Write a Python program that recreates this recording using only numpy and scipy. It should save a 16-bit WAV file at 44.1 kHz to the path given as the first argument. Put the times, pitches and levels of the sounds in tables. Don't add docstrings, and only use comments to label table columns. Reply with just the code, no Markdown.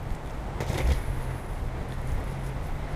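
import sys
import numpy as np
from scipy import signal
from scipy.fft import rfft, irfft
from scipy.io import wavfile
from scipy.ndimage import uniform_filter1d

SR = 44100
rng = np.random.default_rng(int(sys.argv[2]) if len(sys.argv) > 2 else 0)


def dump_mix(stems):
    frames = np.atleast_2d(stems).T
    limited = np.clip(frames, -1, 1)
    pcm = np.round(limited * 32767).astype(np.int16)
    wavfile.write(sys.argv[1], SR, pcm)


def volts_from_decibels(level):
    exponent = np.asarray(level, float) / 20
    return 10 ** exponent


N = 130095


def noise(size=N):
    return rng.standard_normal(size)


def evened(x):
    return x / np.sqrt(np.mean(x ** 2) + 1e-20)


def along(rows, column):
    rows = np.array(rows, float)
    return np.interp(np.arange(N) / SR, rows[:, 0], rows[:, column])


def coloured(x, points):
    f, db = np.transpose(points)
    hz = np.fft.rfftfreq(len(x), 1 / SR)
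    gain = volts_from_decibels(np.interp(np.log(hz + 1), np.log(f + 1), db))
    return irfft(rfft(x) * gain, len(x))


def resonate(x, hz, width):
    turn = np.exp(2j * np.pi * np.cumsum(hz * np.ones(len(x))) / SR)
    r = np.exp(-np.pi * abs(width) / SR)
    smooth = signal.lfilter([1 - r], [1, -r], x / turn)
    return 2 * (turn * smooth).real


def resonate_twice(x, hz, width):
    return resonate(resonate(x, hz, width), hz, 2 * width)


def rings(x, table):
    return evened(sum(volts_from_decibels(db) * evened(resonate_twice(x, hz, w)) for hz, w, db in table))


def drift(seconds):
    span = max(int(seconds * SR), 2)
    return evened(uniform_filter1d(uniform_filter1d(noise(), span), span))


def add(mix, s, sound):
    part = mix[round(s * SR):][:len(sound)]
    part += sound[:len(part)]


def bursts(rows):
    gate = np.zeros(N)
    for s, length, db in rows:
        add(gate, s, volts_from_decibels(db) * np.hanning(int(length * SR)) ** .5)
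    return gate


# time in seconds, three times the turn rate in Hz, level in dB.
WHEEL_SPIN = [(0, 132.3, -42.5), (.2, 131.6, -46.5), (.42, 133.6, -54), (.52, 135.2, -42.5),
              (.8, 132.9, -33), (.9, 133.9, -41), (1.22, 129, -35.5), (1.45, 127.2, -39),
              (1.58, 124.8, -53.5), (1.72, 125.9, -39), (2.0, 128.7, -41), (2.3, 133, -39.5),
              (2.5, 133, -35), (2.62, 132.4, -37), (2.7, 136.8, -40.5), (2.95, 144.3, -42.5)]
# multiple, level in dB.
TURN_MULTIPLES = [(1, -5), (2, -5.5), (3, -1.5), (4, -32)]


def hum():
    wobble_width_hz = 17
    turn = along(WHEEL_SPIN, 1) / 3
    out = 0
    for k, db in TURN_MULTIPLES:
        wobble = evened(resonate(noise(), k * turn, wobble_width_hz))
        line = np.sqrt(2) * np.sin(2 * np.pi * np.cumsum(k * turn) / SR)
        out = out + volts_from_decibels(db) * (line + .25 * wobble)
    return volts_from_decibels(along(WHEEL_SPIN, 2) + 2.6 * drift(.05)) * out


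# time in seconds, level in dB.
LOAD = [(0, -41), (.3, -40.5), (.58, -39), (.95, -41), (1.3, -40.5), (1.6, -41), (2.0, -40.5), (2.5, -40.5),
        (2.7, -41), (2.95, -40)]
# frequency in Hz, level in dB.
ROAD_TONE = [(88, -66), (150, -1), (230, -6.5), (751, -9), (1480, -15.5), (1910, -20), (4650, -32),
             (10100, -37.5), (15500, -95)]
# frequency in Hz, width in Hz, level over the road in dB.
FRAME = [(607, 1100, -3), (880, 67, -10.5), (2020, 450, 3), (3500, 1100, -7.5)]
# time in seconds, level in dB.
FRAME_DRIVE = [(0, -5), (.3, -1.5), (.5, -5.5), (1.0, 6), (1.5, -0.5), (1.9, 1.5), (2.45, 2.5), (2.6, 1),
               (2.85, 4), (2.95, 5)]


def road():
    grit_per_s, grit_spread_db, grit_share = 2500, 5.5, 0.36
    size = volts_from_decibels(grit_spread_db * np.minimum(rng.exponential(1, N), 4))
    hit = rng.random(N) < grit_per_s / SR
    grit = size * hit * rng.choice([-1, 1], N)
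    drive = (grit_share * evened(grit) + noise()) * volts_from_decibels(.5 * drift(.015))
    ring = [1, 1] + [volts_from_decibels(along(FRAME_DRIVE, 1) + 1.6 * drift(0.024)) for _ in FRAME[2:]]
    drive = drive + sum(g * volts_from_decibels(db) * resonate(drive, hz, w) for g, (hz, w, db) in zip(ring, FRAME))
    x = coloured(drive, [(60, -43)] + list(ROAD_TONE))
    return volts_from_decibels(along(LOAD, 1) + 1.5) * evened(x)


# time in seconds, studs per second in Hz, level in dB.
STUDS = [
    (.80, 48, -40),
    (.82, 51, -26),
    (.85, 59, -26),
    (.88, 62, -24),
    (.918, 70, -18.5),
    (.935, 66, -27),
    (.947, 64, -45),
]


def studs():
    peak_s, second_db, third_db = .918, -18, -17
    a = 2 * np.pi * np.cumsum(along(STUDS, 1)) / SR
    a = a - a[round(peak_s * SR)]
    wave = np.cos(a) + volts_from_decibels(second_db) * np.cos(2 * a) + volts_from_decibels(third_db) * np.cos(3 * a)
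    on = (np.arange(N) > STUDS[0][0] * SR) & (np.arange(N) < STUDS[-1][0] * SR)
    return np.sqrt(2) * volts_from_decibels(along(STUDS, 2)) * wave * on


# start in seconds, peak in dB, length in seconds, brightness in dB.
KNOCKS = [(0.6035, -20.5, 0.016, -1), (0.613, -38.5, 0.033, 7.5), (0.6294, -44, 0.013, -9),
          (0.667, -36, 0.019, 6.5), (0.6782, -31.5, 0.06, 3.5), (0.697, -24, 0.011, -1),
          (0.717, -39, 0.016, 6), (0.7274, -29.5, 0.023, 0), (0.7403, -40.5, 0.013, 16),
          (0.7494, -28.5, 0.05, -3.5), (0.7759, -22.5, 0.003, 8), (0.7785, -22.5, 0.022, 2),
          (0.784, -26, 0.009, -17), (0.8025, -25.5, 0.015, -23), (0.8537, -29, 0.024, -4.5),
          (0.867, -29.5, 0.014, 2), (0.8876, -29, 0.019, 2.5), (0.9014, -25, 0.019, -11),
          (0.9184, -24, 0.0026, 11), (0.9244, -43, 0.0062, 16), (0.9418, -44, 0.027, 11)]
# frequency in Hz, level in dB.
KNOCK_TONE = [(120, -13), (325, -6.5), (700, -10.5), (1300, -22), (2100, -10), (3100, -17), (10300, -37.5),
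              (15500, -37)]
# frequency in Hz, width in Hz, level in dB.
KNOCK_RINGS = [(530, 150, 0), (800, 250, 1), (1950, 500, -6), (3560, 500, -5), (6200, 800, -5)]


def knocks():
    bounces_per_s, split_hz = 900, 3000
    dull, bright = np.zeros(N), np.zeros(N)
    t = np.arange(3000) / SR
    for s, db, length, brightness_db in KNOCKS:
        bounce = rng.random(3000) < bounces_per_s / SR
        fade = np.minimum(t / 0.003, 1) * np.exp(-t / max(length, .001))
        blow = noise(3000) * (0.51 + 0.94 * bounce) * fade
        add(dull, s, volts_from_decibels(db) * blow)
        add(bright, s, volts_from_decibels(db + brightness_db) * blow)
    low = signal.sosfilt(signal.butter(2, split_hz, fs=SR, output="sos"), dull)
    high = signal.sosfilt(signal.butter(2, split_hz, "high", fs=SR, output="sos"), bright)
    drive = low + high
    drive = drive + sum(volts_from_decibels(db) * resonate(drive, hz, w) for hz, w, db in KNOCK_RINGS)
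    return volts_from_decibels(20) * coloured(drive, KNOCK_TONE)


# start in seconds, peak in dB, strongest pitch in Hz.
STRIKES = [(.1050, -32, 2800), (.1487, -31.5, 2800), (.199, -51, 3300), (.2375, -54, 3500),
           (.260, -40, 3500), (.274, -36.5, 3500), (.2975, -32.5, 3000), (.6040, -18.5, 890),
           (.6048, -28.5, 5100), (.610, -28, 3970), (.611, -43, 9000), (.617, -37, 8600), (.630, -31, 1989),
           (.632, -38, 6300), (.6655, -35, 6500), (.691, -34, 5000), (.702, -30, 2500), (.714, -26, 2000),
           (.732, -29, 6520), (.743, -44, 4000), (.750, -36, 4000), (.7735, -30.5, 3500), (.780, -28, 8000),
           (.7805, -23, 2000), (.786, -23.5, 3630), (.791, -38, 9000), (.796, -44, 6000), (.806, -28, 2200),
           (.810, -40, 5000), (.818, -34, 4000), (.8740, -29, 4800), (.8895, -39, 6000), (.902, -30, 2500),
           (.906, -22, 2500), (.919, -30, 5460), (.9235, -25.5, 4770), (.936, -35, 5000),
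           (1.906, -40, 3400), (1.9225, -29, 2820), (.6845, -36, 4000), (.696, -30, 7000),
           (.722, -36, 6000), (.884, -32, 2500), (.912, -31, 3000)]
# frequency in Hz, time to fade by 60 dB in seconds.
STRIKE_MODES = [(750, 0.032), (1300, 0.011), (2050, 0.018), (3500, 0.0083), (5500, 0.0037), (6700, 0.0037),
                (8600, 0.0037), (10400, 0.0045), (13000, 0.0031)]


def strikes():
    level_db, db_per_octave, detune, crack_db = -4, 8, .04, -11
    out, t = np.zeros(N), np.arange(1200) / SR
    for s, db, colour_hz in STRIKES:
        ring = 0
        for hz, t60 in STRIKE_MODES:
            distance_db = db_per_octave * abs(np.log2(hz / colour_hz))
            note_hz = hz * (1 + detune * rng.standard_normal())
            ring = ring + volts_from_decibels(-distance_db - 60 * t / t60) * np.sin(2 * np.pi * note_hz * t)
        crack = 3 * resonate(noise(len(t)), colour_hz, 0.61 * colour_hz)
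        crack = crack * volts_from_decibels(crack_db - 60 * t / 0.017)
        add(out, s, volts_from_decibels(level_db + db) * (ring + crack) * np.minimum(t / .0003, 1))
    return out


# middle in seconds, peak in dB, length in seconds.
JOLTS = [
    (.6095, -23, .007),
    (.632, -28, .008),
    (.652, -27, .010),
    (.674, -23, .010),
    (.702, -18, .007),
    (.7185, -24, .008),
    (.7395, -19, .011),
    (.761, -20, .010),
    (.787, -21, .012),
    (.805, -25, .009),
]


def jolts():
    t, out = np.arange(N) / SR, np.zeros(N)
    for s, db, length in JOLTS:
        u = (t - s) / (0.29 * length)
        out += volts_from_decibels(db) * (1 - u ** 2) * np.exp(-u ** 2 / 2)
    return out


# time in seconds, level in dB.
SCRUB = [
    (.6, -120),
    (.76, -67),
    (.82, -54.5),
    (1.0, -53.5),
    (1.3, -56),
    (1.55, -60),
    (1.72, -82),
    (2.0, -120),
]
# frequency in Hz, level in dB.
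SCRUB_TONE = [(2500, -30), (6000, -16), (9300, -15), (9850, 0), (10500, -4), (11500, -10), (13300, -9),
              (15500, -15)]


def scrub():
    z = noise() * volts_from_decibels(1.3 * drift(0.013))
    return volts_from_decibels(along(SCRUB, 1)) * evened(coloured(z, SCRUB_TONE))


# start in seconds, peak in dB, pitch in Hz.
TICKS = [(.028, -51, 12000), (0.924, -49, 5500), (.121, -50, 10500), (0.112, -57, 5700), (.149, -44, 7000),
         (0.152, -49, 8600), (0.873, -48, 5400), (.889, -50, 6000), (.26, -53, 3500), (.262, -53, 10200),
         (0.273, -53, 3700), (.289, -54, 9900), (.298, -50, 6800), (0.306, -46.5, 6100), (.406, -58, 12100),
         (0.728, -43, 12700), (1.887, -46.5, 10130), (1.923, -57, 9800), (2.016, -45, 10500),
         (2.073, -41.5, 9900), (2.087, -51, 10400), (2.119, -45, 7013), (2.203, -50, 10800),
         (2.24, -44, 10700), (2.30, -48, 10040), (2.470, -45, 6000), (2.63, -48.5, 9450),
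         (2.642, -51, 6500), (2.669, -44, 11990), (0.934, -39, 4500)]


def ticks():
    level_db, width_hz, wide_db, t60_s, snap = -7, 2200, -6, .035, 5.0
    band = signal.butter(2, [2500, 12000], "band", fs=SR, output="sos")
    out, t = np.zeros(N), np.arange(3000) / SR
    for s, db, hz in TICKS:
        z = (noise(3000) + snap * (t == 0)) * volts_from_decibels(-60 * t / t60_s)
        ring = 2.5 * resonate_twice(z, hz, width_hz)
        wide = volts_from_decibels(wide_db) * signal.sosfilt(band, z)
        add(out, s, volts_from_decibels(level_db + db) * (ring + wide))
    return out


# start in seconds, length in seconds, level in dB.
SQUEAKS = [
    (.115, .06, -76),
    (.305, .025, -68),
    (2.105, .055, -65),
    (2.25, .03, -78),
    (2.44, .025, -72),
    (2.47, .05, -78),
    (2.635, .09, -75),
    (2.775, .05, -74),
]


def squeaks():
    return bursts(SQUEAKS) * rings(noise(), [(15000, 250, 0)]) * volts_from_decibels(6.0)


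# start in seconds, length in seconds, level in dB.
RUSTLES = [
    (.10, 0.049, -73),
    (.255, 0.058, -75),
    (.68, 0.21, -51),
    (1.2, 0.066, -55),
    (1.88, .09, -54.5),
    (2.07, 0.085, -55),
    (2.24, 0.15, -56),
    (2.385, 0.14, -52.5),
    (2.62, 0.08, -56.5),
    (2.88, 0.074, -56.5),
]
# frequency in Hz, width in Hz, level in dB.
RUSTLE_RINGS = [(9800, 800, 11), (10500, 1800, 10), (6000, 11000, 20)]


def rustles():
    scratches = noise() * volts_from_decibels(2.6 * drift(.004) + .8 * drift(.015))
    return bursts(RUSTLES) * rings(scratches, RUSTLE_RINGS)


def roof(x):
    fade_s = 0.45
    t = np.arange(SR // 2) / SR
    echoes = noise(len(t)) * (rng.random(len(t)) < .05)
    echoes = echoes * volts_from_decibels(-60 * t / fade_s) * (t > .006)
    return signal.fftconvolve(x, echoes / np.linalg.norm(echoes))[:N]


# time in seconds, level in dB.
GUST = [(.0, -36.5), (.14, -32.5), (.2, -38.5), (.3, -32.5), (.45, -36), (.78, -29), (.88, -17.5),
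        (1.0, -32.5), (1.45, -39), (1.57, -32), (1.78, -34.5), (1.87, -35), (1.95, -34), (2.13, -29.5),
        (2.26, -31.5), (2.33, -39), (2.64, -32.5), (2.95, -37)]
# frequency in Hz, level in dB.
WIND_TONE = [(11, -48), (18, 2.5), (60, -2.5), (126, -11.5), (226, -24), (300, -25), (390, -67),
             (660, -120)]
# time in seconds, change in dB.
WIND_DIP = [
    (.57, 0),
    (.62, -7),
    (.93, -11),
    (.97, 0),
]


def wind():
    x = coloured(noise(), [(16, -17.5)] + list(WIND_TONE) + [(900, -54)])
    level_db = along(GUST, 1) + along(WIND_DIP, 1) + 1.5 + 1.7 * drift(0.041)
    return volts_from_decibels(level_db) * evened(x)


# frequency in Hz, level in dB.
AIR_TONE = [(3000, -20), (6000, -13), (12000, 14), (15500, 18)]


def air():
    return volts_from_decibels(-71) * evened(coloured(noise(), AIR_TONE))


def scene():
    hits = knocks() + strikes() + ticks()
    echoes = volts_from_decibels(-8) * roof(hits)
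    wheels = hum() + road() + studs() + jolts() + scrub()
    small = squeaks() + rustles()
    return (wheels + hits + echoes + small + wind() + air())[None]


# frequency in Hz, level in dB.
MIC = [(12500, -1), (14300, -6), (15200, -7), (15500, -21), (15800, -44)]


def microphone(dry):
    return coloured(dry[0], MIC)[None]


def top_cut(x):
    return signal.sosfilt(signal.butter(12, 15700, fs=SR, output="sos"), x)


def record(dry):
    mix = microphone(dry)
    return top_cut(mix)


dry = scene()
out = record(dry)
dump_mix(out)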